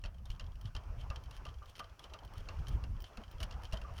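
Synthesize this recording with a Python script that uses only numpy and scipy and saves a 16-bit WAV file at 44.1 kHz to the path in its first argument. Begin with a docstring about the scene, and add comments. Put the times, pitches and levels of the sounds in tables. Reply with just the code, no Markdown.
"""Wooden clacks and rattles from a whirligig turning in a breeze, about three turns a second.
Its wire crank jerks two plywood figures: loose joints knock, the hollow housing answers,
one figure rings on some turns, and the wire ticks, scrapes and rubs in its holes.
Small waves wash a lake beach behind it; wind buffets the microphone."""
import sys
import numpy as np
from scipy import signal
from scipy.fft import rfft, irfft
from scipy.io import wavfile
from scipy.ndimage import uniform_filter1d

SR = 44100
rng = np.random.default_rng(int(sys.argv[2]) if len(sys.argv) > 2 else 0)


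def store_pcm(level_fs):
    """Save levels as 16-bit WAV."""
    pcm = np.round(np.clip(level_fs, -1, 1) * 32767).astype(np.int16)
    wavfile.write(sys.argv[1], SR, np.atleast_2d(pcm).T)


N = 176400
T = np.arange(SR // 7) / SR  # time axis of one blow, s
ATTACK_SAMPLES = 220
KNOCK_RISE_S, KNOCK_T60_S, TONE_T60_S = 0.0013, 0.024, 0.029
HOUSING_RISE_S, LINK_HZ = 0.0046, 3125


# Each row: start in seconds, knock level in dB, knock pitch in Hz, housing in dB, wire in dB.
JOINT_CLACKS = [(0.0384, -46.5, 2750, -56, -71), (0.0502, -52.5, 2600, -64.5, -78),
                (0.2553, -60, 3630, -63.5, -65), (0.302, -51, 2880, -72, -62),
                (0.396, -47.5, 2790, -60.5, -65), (0.7499, -48.5, 2800, -55.5, -65),
                (1.1011, -48.5, 2700, -53, -64.5), (1.31, -56, 2730, -63, -63.5),
                (1.4519, -52, 2790, -57, -66), (1.7927, -51.5, 2790, -51, -64),
                (1.993, -56, 3330, -61.5, -63), (2.04, -50.5, 3046, -61, -68),
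                (2.136, -48.5, 2750, -55.5, -64.5), (2.4869, -47, 2726, -54.5, -70),
                (2.683, -52.5, 3100, -64, -55.5), (2.838, -53, 2790, -59.5, -65.5),
                (3.1716, -51.5, 2660, -55, -66), (3.4027, -48.5, 2940, -53, -57.5),
                (3.429, -42, 2980, -62.5, -52), (3.4323, -52, 3290, -76, -58),
                (3.51, -52.5, 2800, -71, -68), (3.7239, -49.5, 2780, -59, -66),
                (3.7312, -48, 2880, -50, -55), (3.8149, -54.5, 2760, -59.5, -66),
                (3.981, -53, 3110, -59.5, -67)]

def clacks():
    """Each joint cracks as it seats and sets the hollow housing sounding."""
    out = np.zeros(N)
    for start_s, knock_db, hz, housing_db, wire_db in JOINT_CLACKS:
        add(out, start_s, amp(knock_db) * knock(hz, tone_db=2.5))
        add(out, start_s, amp(housing_db) * housing())
        add(out, start_s, amp(wire_db) * wire_click())
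    return out


# Spectrum of struck wood. Each row: frequency in Hz, gain in dB.
WOOD_SPECTRUM = [(500, -10.5), (1800, -2), (2250, -6), (2950, -1.5), (3700, -5.5), (5400, -4), (6800, -15),
                 (7700, -20.5), (14000, -48)]
# Upper modes of a joint. Each row: frequency in Hz, relative level in dB.
JOINT_MODES = [(3960, -10), (4380, -6.5), (4880, -16), (5600, -12), (6770, -17)]

def knock(hz, tone_db=4, upper_t60_s=0.02, chatter_db=-8.5, chatter_t60_s=0.11, ring_q=12, ring_db=11):
    """Wood on wood: a dry crack, a leading mode, weaker upper ones, then ringing chatter."""
    wood = colour(WOOD_SPECTRUM)
    crack = unit_attack(burst(dying(KNOCK_RISE_S, KNOCK_T60_S), wood))
    chatter = signal.fftconvolve(grainy(len(T)), wood)[:len(T)]
    ringing = signal.lfilter(*signal.iirpeak(hz, ring_q, SR), chatter)
    chatter = unit_rms(chatter + amp(ring_db) * ringing) * dying(KNOCK_RISE_S, chatter_t60_s)
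    tone = dying(KNOCK_RISE_S, TONE_T60_S) * sine(hz)
    upper = sum(amp(db - tone_db + 2 * rng.standard_normal()) * sine(mode_hz, rng.random())
                for mode_hz, db in JOINT_MODES)
    modes = unit_attack(tone + upper * dying(KNOCK_RISE_S, upper_t60_s))
    return unit_attack(crack + amp(tone_db) * modes) + amp(chatter_db) * chatter


# Response of the housing. Each row: frequency in Hz, gain in dB.
HOUSING_SPECTRUM = [(150, -1.5), (350, -10), (640, 4), (820, -2.5), (1150, -0.5), (1700, -8), (2100, -12),
                    (9000, -46.5)]

def housing(t60_s=0.22):
    """The housing answers a blow with a hollow knock."""
    return unit_rms(burst(dying(HOUSING_RISE_S, t60_s), colour(HOUSING_SPECTRUM)), size=970)


# Spectrum of a wire contact. Each row: frequency in Hz, gain in dB.
WIRE_SPECTRUM = [(2000, -10), (5500, 3.5), (7800, -9), (9200, -0.5), (12000, -9.5), (14400, -10),
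                 (15100, -4), (16200, -34)]

def wire_click(rise_s=0.00027, t60_s=0.03):
    """Wire contact: a short, bright burst."""
    return unit_attack(burst(dying(rise_s, t60_s), colour(WIRE_SPECTRUM)))


# Each row: start in seconds, level in dB.
LINK_TAPS = [(0.058, -51), (.315, -59), (.408, -56.5), (0.441, -63), (.6554, -53.5), (.7642, -47),
             (1.011, -58.5), (1.159, -49.5), (1.466, -54.5), (1.487, -56.5), (1.753, -56), (1.801, -53.5),
             (1.842, -57), (2.188, -58), (2.669, -53.5), (3.041, -50.5), (3.236, -55.5), (3.524, -56.5),
             (3.6516, -51), (3.7395, -50), (3.771, -50.5)]

def taps(housing_db=-15, wire_db=-17):
    """A loose link taps back between blows and barely stirs the housing."""
    out = np.zeros(N)
    for start_s, db in LINK_TAPS:
        hollow = amp(housing_db) * housing()
        bright = amp(wire_db) * wire_click()
        add(out, start_s, amp(db) * (knock(LINK_HZ) + hollow + bright))
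    return out


# Each row: start in seconds, level in dB.
FIGURE_STRIKES = [(1.11, -49), (1.462, -51.5), (1.62, -54), (1.803, -46), (2.144, -52.5), (2.490, -56),
                  (3.848, -50)]
# Each row: frequency in Hz, relative level in dB.
FIGURE_MODES = [(1198, 3.5), (1130, -11), (1424, -14.5), (1540, -13.5)]

def figure_rings(t60_s=0.11, judder_t60_s=0.19, judder_db=-9, detune=0.0056):
    """A plywood figure, struck at the end of its stroke, rings and judders against its stop."""
    out = np.zeros(N)
    for start_s, db in FIGURE_STRIKES:
        modes = sum(amp(mode_db) * sine(hz * (1 + detune * rng.standard_normal()), rng.random())
                    for hz, mode_db in FIGURE_MODES)
        ring = unit_rms(modes * dying(KNOCK_RISE_S, t60_s))
        contact = modes * dying(KNOCK_RISE_S, KNOCK_T60_S)
        judder = unit_rms(burst(dying(HOUSING_RISE_S, judder_t60_s), contact))
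        add(out, start_s, amp(db) * unit_rms(ring + amp(judder_db) * judder, size=400))
    return out


# Each row: start in seconds, level in dB, pitch in Hz.
FRAME_THUMPS = [(.298, -32, 38.7), (0.649, -31.5, 100), (.749, -32.5, 49), (1.099, -29.5, 55),
                (3.18, -44, 218), (3.731, -25, 47.3), (3.733, -44, 646), (3.736, -42.5, 186.5)]

def thumps(rise_s=0.00597, t60_s=0.096):
    """The frame lurches in dull, heavily damped swings."""
    out = np.zeros(N)
    for start_s, db, hz in FRAME_THUMPS:
        add(out, start_s, -amp(db) * dying(rise_s, t60_s) * sine(hz))
    return out


# Each row: start in seconds, length in seconds, level in dB.
LINKAGE_SCRAPES = [(1.337, 0.045, -63.5), (1.753, 0.047, -63), (1.782, 0.029, -55.5), (2.351, 0.066, -67),
                   (3.409, .035, -56.5), (3.618, 0.058, -62), (3.932, 0.13, -61)]

def scrapes(slips_per_s=190, grit_db=-10, wire_db=-4):
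    """Wire sticks and slips on wood: uneven contacts, each gritty and briefly ringing."""
    out = np.zeros(N)
    bodies = colour(WOOD_SPECTRUM), damped_sine(LINK_HZ, TONE_T60_S), colour(WIRE_SPECTRUM)
    for start_s, length_s, db in LINKAGE_SCRAPES:
        size = int(length_s * SR)
        slips = unit_rms(rng.standard_normal(len(T)) * (rng.random(len(T)) < slips_per_s / SR))
        arch = np.sqrt(np.maximum(T * (length_s - T), 0))
        drive = arch * (slips + amp(grit_db) * grainy(len(T)))
        wood, ring, wire = (unit_rms(signal.fftconvolve(drive, body)[:len(T)], size) for body in bodies)
        add(out, start_s, amp(db) * unit_rms(wood + 0.5 * ring + amp(wire_db) * wire, size))
    return out


# Each row: start in seconds, level in dB before boost_db.
CRANK_TICKS = [(0.612, -69), (1.237, -70), (1.657, -71), (1.696, -71), (2.248, -69.5), (2.336, -70.5),
               (2.378, -71), (2.69, -68), (3.003, -67.5), (3.02, -66), (3.312, -69)]

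def ticks(boost_db=3, wood_db=-62, squeak_hz=15100, squeak_db=2, squeak_t60_s=0.032):
    """The wire crank touches its wooden holes; harder ticks carry more of a high, hissy squeak."""
    out = np.zeros(N)
    squeak_mode = T * damped_sine(squeak_hz, t60_s=0.003)
    hardest_db = max(db for _, db in CRANK_TICKS)
    for start_s, db in CRANK_TICKS:
        tick = wire_click(rise_s=KNOCK_RISE_S)
        squeak = unit_attack(burst(dying(KNOCK_RISE_S, squeak_t60_s), squeak_mode))
        tick += amp(squeak_db + 2 * (db - hardest_db)) * squeak
        add(out, start_s, amp(db + boost_db) * tick + amp(wood_db) * knock(LINK_HZ))
    return out


def crank_rub(turn_s=0.344, peak_s=0.319, width_s=0.025, level_db=-65.5, band_hz=330, wire_db=-15):
    """Once a turn the crank drags through its bearing: a grainy rasp in the wood's resonance."""
    from_peak_s = (np.arange(N) / SR - peak_s + turn_s / 2) % turn_s - turn_s / 2
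    envelope = np.exp(-(from_peak_s / width_s) ** 2)
    slips = grainy(N)
    wood = unit_rms(signal.lfilter(*signal.iirpeak(LINK_HZ, LINK_HZ / band_hz, SR), slips))
    wire = unit_rms(signal.fftconvolve(slips, colour(WIRE_SPECTRUM))[:N])
    return amp(level_db) * envelope * (wood + amp(wire_db) * wire)


def rattles(per_s=14, level_db=-67, spread_db=1.5, wire_db=-12):
    """Slack in the linkage: light wood knocks and wire clicks at random moments."""
    out = np.zeros(N)
    for when, wood_draw, wire_draw, pitch_draw in rng.random((int(per_s * N / SR), 4)):
        strengths = np.minimum(-np.log([wood_draw, wire_draw]), np.e) - 1
        knock_db, click_db = level_db + spread_db * strengths
        click = amp(click_db + wire_db) * wire_click()
        hz = LINK_HZ * (1 + 0.2 * (pitch_draw - 0.5))
        add(out, when * N / SR, amp(knock_db) * knock(hz) + click)
    return out


# Each row: frequency in Hz, gain in dB.
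WATER_SPECTRUM = [(250, -6), (560, -1.5), (1300, -2.5), (2050, -14), (2800, -12), (3800, -23.5),
                  (5700, -18), (7800, -32), (16000, -37.5)]
# Each row: time in seconds, level in dB.
WASH_LEVELS = [(0, -71), (.7, -63.5), (1.15, -60.5), (1.56, -62.5), (2.25, -63.5), (2.55, -57), (2.95, -62),
               (3.8, -59)]

def waves(lap_db=2.5, patch_db=3, hiss_db=-82, calm_above_hz=2500):
    """Small waves lap and splash in short patches of colour, with calm treble and a faint hiss."""
    hz, frame_s, spectrum = signal.stft(noise(WATER_SPECTRUM), SR, nperseg=512)
    blur = np.outer(np.hanning(7), np.hanning(9))  # bins by frames
    patches = unit_rms(signal.fftconvolve(rng.standard_normal(spectrum.shape), blur, "same"))
    lap = np.interp(frame_s, np.arange(N) / SR, wander(rate_hz=10))
    depth = 1 / (1 + (hz[:, None] / calm_above_hz) ** 2)
    spectrum *= amp(depth * (patch_db * patches + lap_db * lap))
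    wash = unit_rms(signal.istft(spectrum, nperseg=512)[1][:N])
    return amp(curve(WASH_LEVELS)) * wash + amp(hiss_db) * rng.standard_normal(N)


# Each row: frequency in Hz, gain in dB.
WIND_SPECTRUM = [(12, -20.5), (30, 4), (80, 0), (125, -11), (210, -25), (900, -71.5)]
# Each row: time in seconds, relative strength in dB.
GUST_LEVELS = [(0, -40.5), (.2, -51), (.33, -42.5), (.55, -45.5), (1.0, -44), (1.55, -49), (1.8, -58),
               (2.25, -53), (2.76, -34.5), (2.83, -38), (2.93, -36), (3.08, -56.5), (3.3, -51), (3.42, -42),
               (4, -45)]

def wind(rumble_db=-1, lump_db=3, flutter_hz=190, flutter_db=14):
    """Gusts buffet the microphone with a lumpy rumble; the strongest add a higher flutter."""
    rumble = noise(WIND_SPECTRUM)
    rumble /= np.sqrt(uniform_filter1d(rumble ** 2, size=6000) + 1e-6)  # steady the level
    octave = signal.butter(2, [flutter_hz / np.sqrt(2), flutter_hz * np.sqrt(2)], "band", fs=SR)
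    flutter = unit_rms(signal.lfilter(*octave, rng.standard_normal(N)))
    gust = amp(curve(GUST_LEVELS))
    lumps = amp(lump_db * np.clip(wander(rate_hz=17), -2, 2))
    return lumps * (amp(rumble_db) * gust * rumble + amp(flutter_db) * gust ** 2 * flutter)


def amp(db):
    """Decibels to gain."""
    return 10 ** (np.asarray(db) / 20)


def unit_rms(x, size=None):
    """Scales to rms 1 over the first size samples (default: all)."""
    return x / np.sqrt(np.mean(x[:size] ** 2) + 1e-20)


def unit_attack(x):
    """Scales to rms 1 over the attack."""
    return unit_rms(x, ATTACK_SAMPLES)


def curve(points):
    """Joins (seconds, value) rows by straight lines."""
    return np.interp(np.arange(N) / SR, *np.transpose(points))


def add(mix, start_s, sound):
    """Mixes a sound in at start_s."""
    part = mix[max(round(start_s * SR), 0):][:len(sound)]
    part += sound[:len(part)]


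def sine(hz, phase_turns=0):
    """Sine, one blow long."""
    return np.sin(2 * np.pi * (hz * T + phase_turns))


def damped_sine(hz, t60_s):
    """Impulse response of one mode."""
    return np.exp(-np.log(1000) * T / t60_s) * sine(hz)


def dying(rise_s, t60_s):
    """Envelope: linear rise, exponential decay."""
    return np.minimum(T / rise_s, 1) * np.exp(-np.log(1000) * np.maximum(T - rise_s, 0) / t60_s)


def colour(points, size=2048):
    """Minimum-phase impulse response from (Hz, dB) rows."""
    hz, db = np.transpose(points)
    bin_db = np.interp(np.log(np.fft.rfftfreq(size, 1 / SR) + 1), np.log(hz), db)
    cepstrum = irfft(np.log(amp(bin_db)))
    cepstrum[1:size // 2] *= 2
    cepstrum[size // 2 + 1:] = 0
    return irfft(np.exp(rfft(cepstrum)))


def burst(envelope, response):
    """A cluster of tiny contacts heard through a body."""
    return signal.fftconvolve(rng.standard_normal(len(T)) * envelope, response)[:len(T)]


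def grainy(size, depth_db=0.5):
    """Noise whose level jitters by the millisecond, rms 1."""
    jitter = unit_rms(uniform_filter1d(rng.standard_normal(size), size=90))
    return unit_rms(rng.standard_normal(size) * amp(depth_db * np.clip(jitter, -2, 2)))


def noise(points, size=8192):
    """Steady coloured noise, rms 1."""
    white = rng.standard_normal(N + size - 1)
    return unit_rms(signal.fftconvolve(white, colour(points, size), "valid"))


def wander(rate_hz):
    """Slow random motion, rms 1."""
    hz = np.fft.rfftfreq(N, 1 / SR)
    lowpass = np.exp(-(hz / rate_hz) ** 2) * (hz > 0)
    return unit_rms(irfft(rfft(rng.standard_normal(N)) * lowpass, N))


def scene():
    """Whirligig close by, shore behind, wind on the microphone; mono."""
    whirligig = clacks() + taps() + scrapes() + ticks() + figure_rings()
    whirligig += thumps() + crank_rub() + rattles()
    return (whirligig + waves() + wind())[None]


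def record(dry, cutoff_hz=17000):
    """Steep low-pass."""
    lowpass = signal.firwin(511, cutoff_hz, window=("kaiser", 9), fs=SR)
    return signal.oaconvolve(dry, lowpass[None], "same")


dry = scene()
out = record(dry)
store_pcm(out)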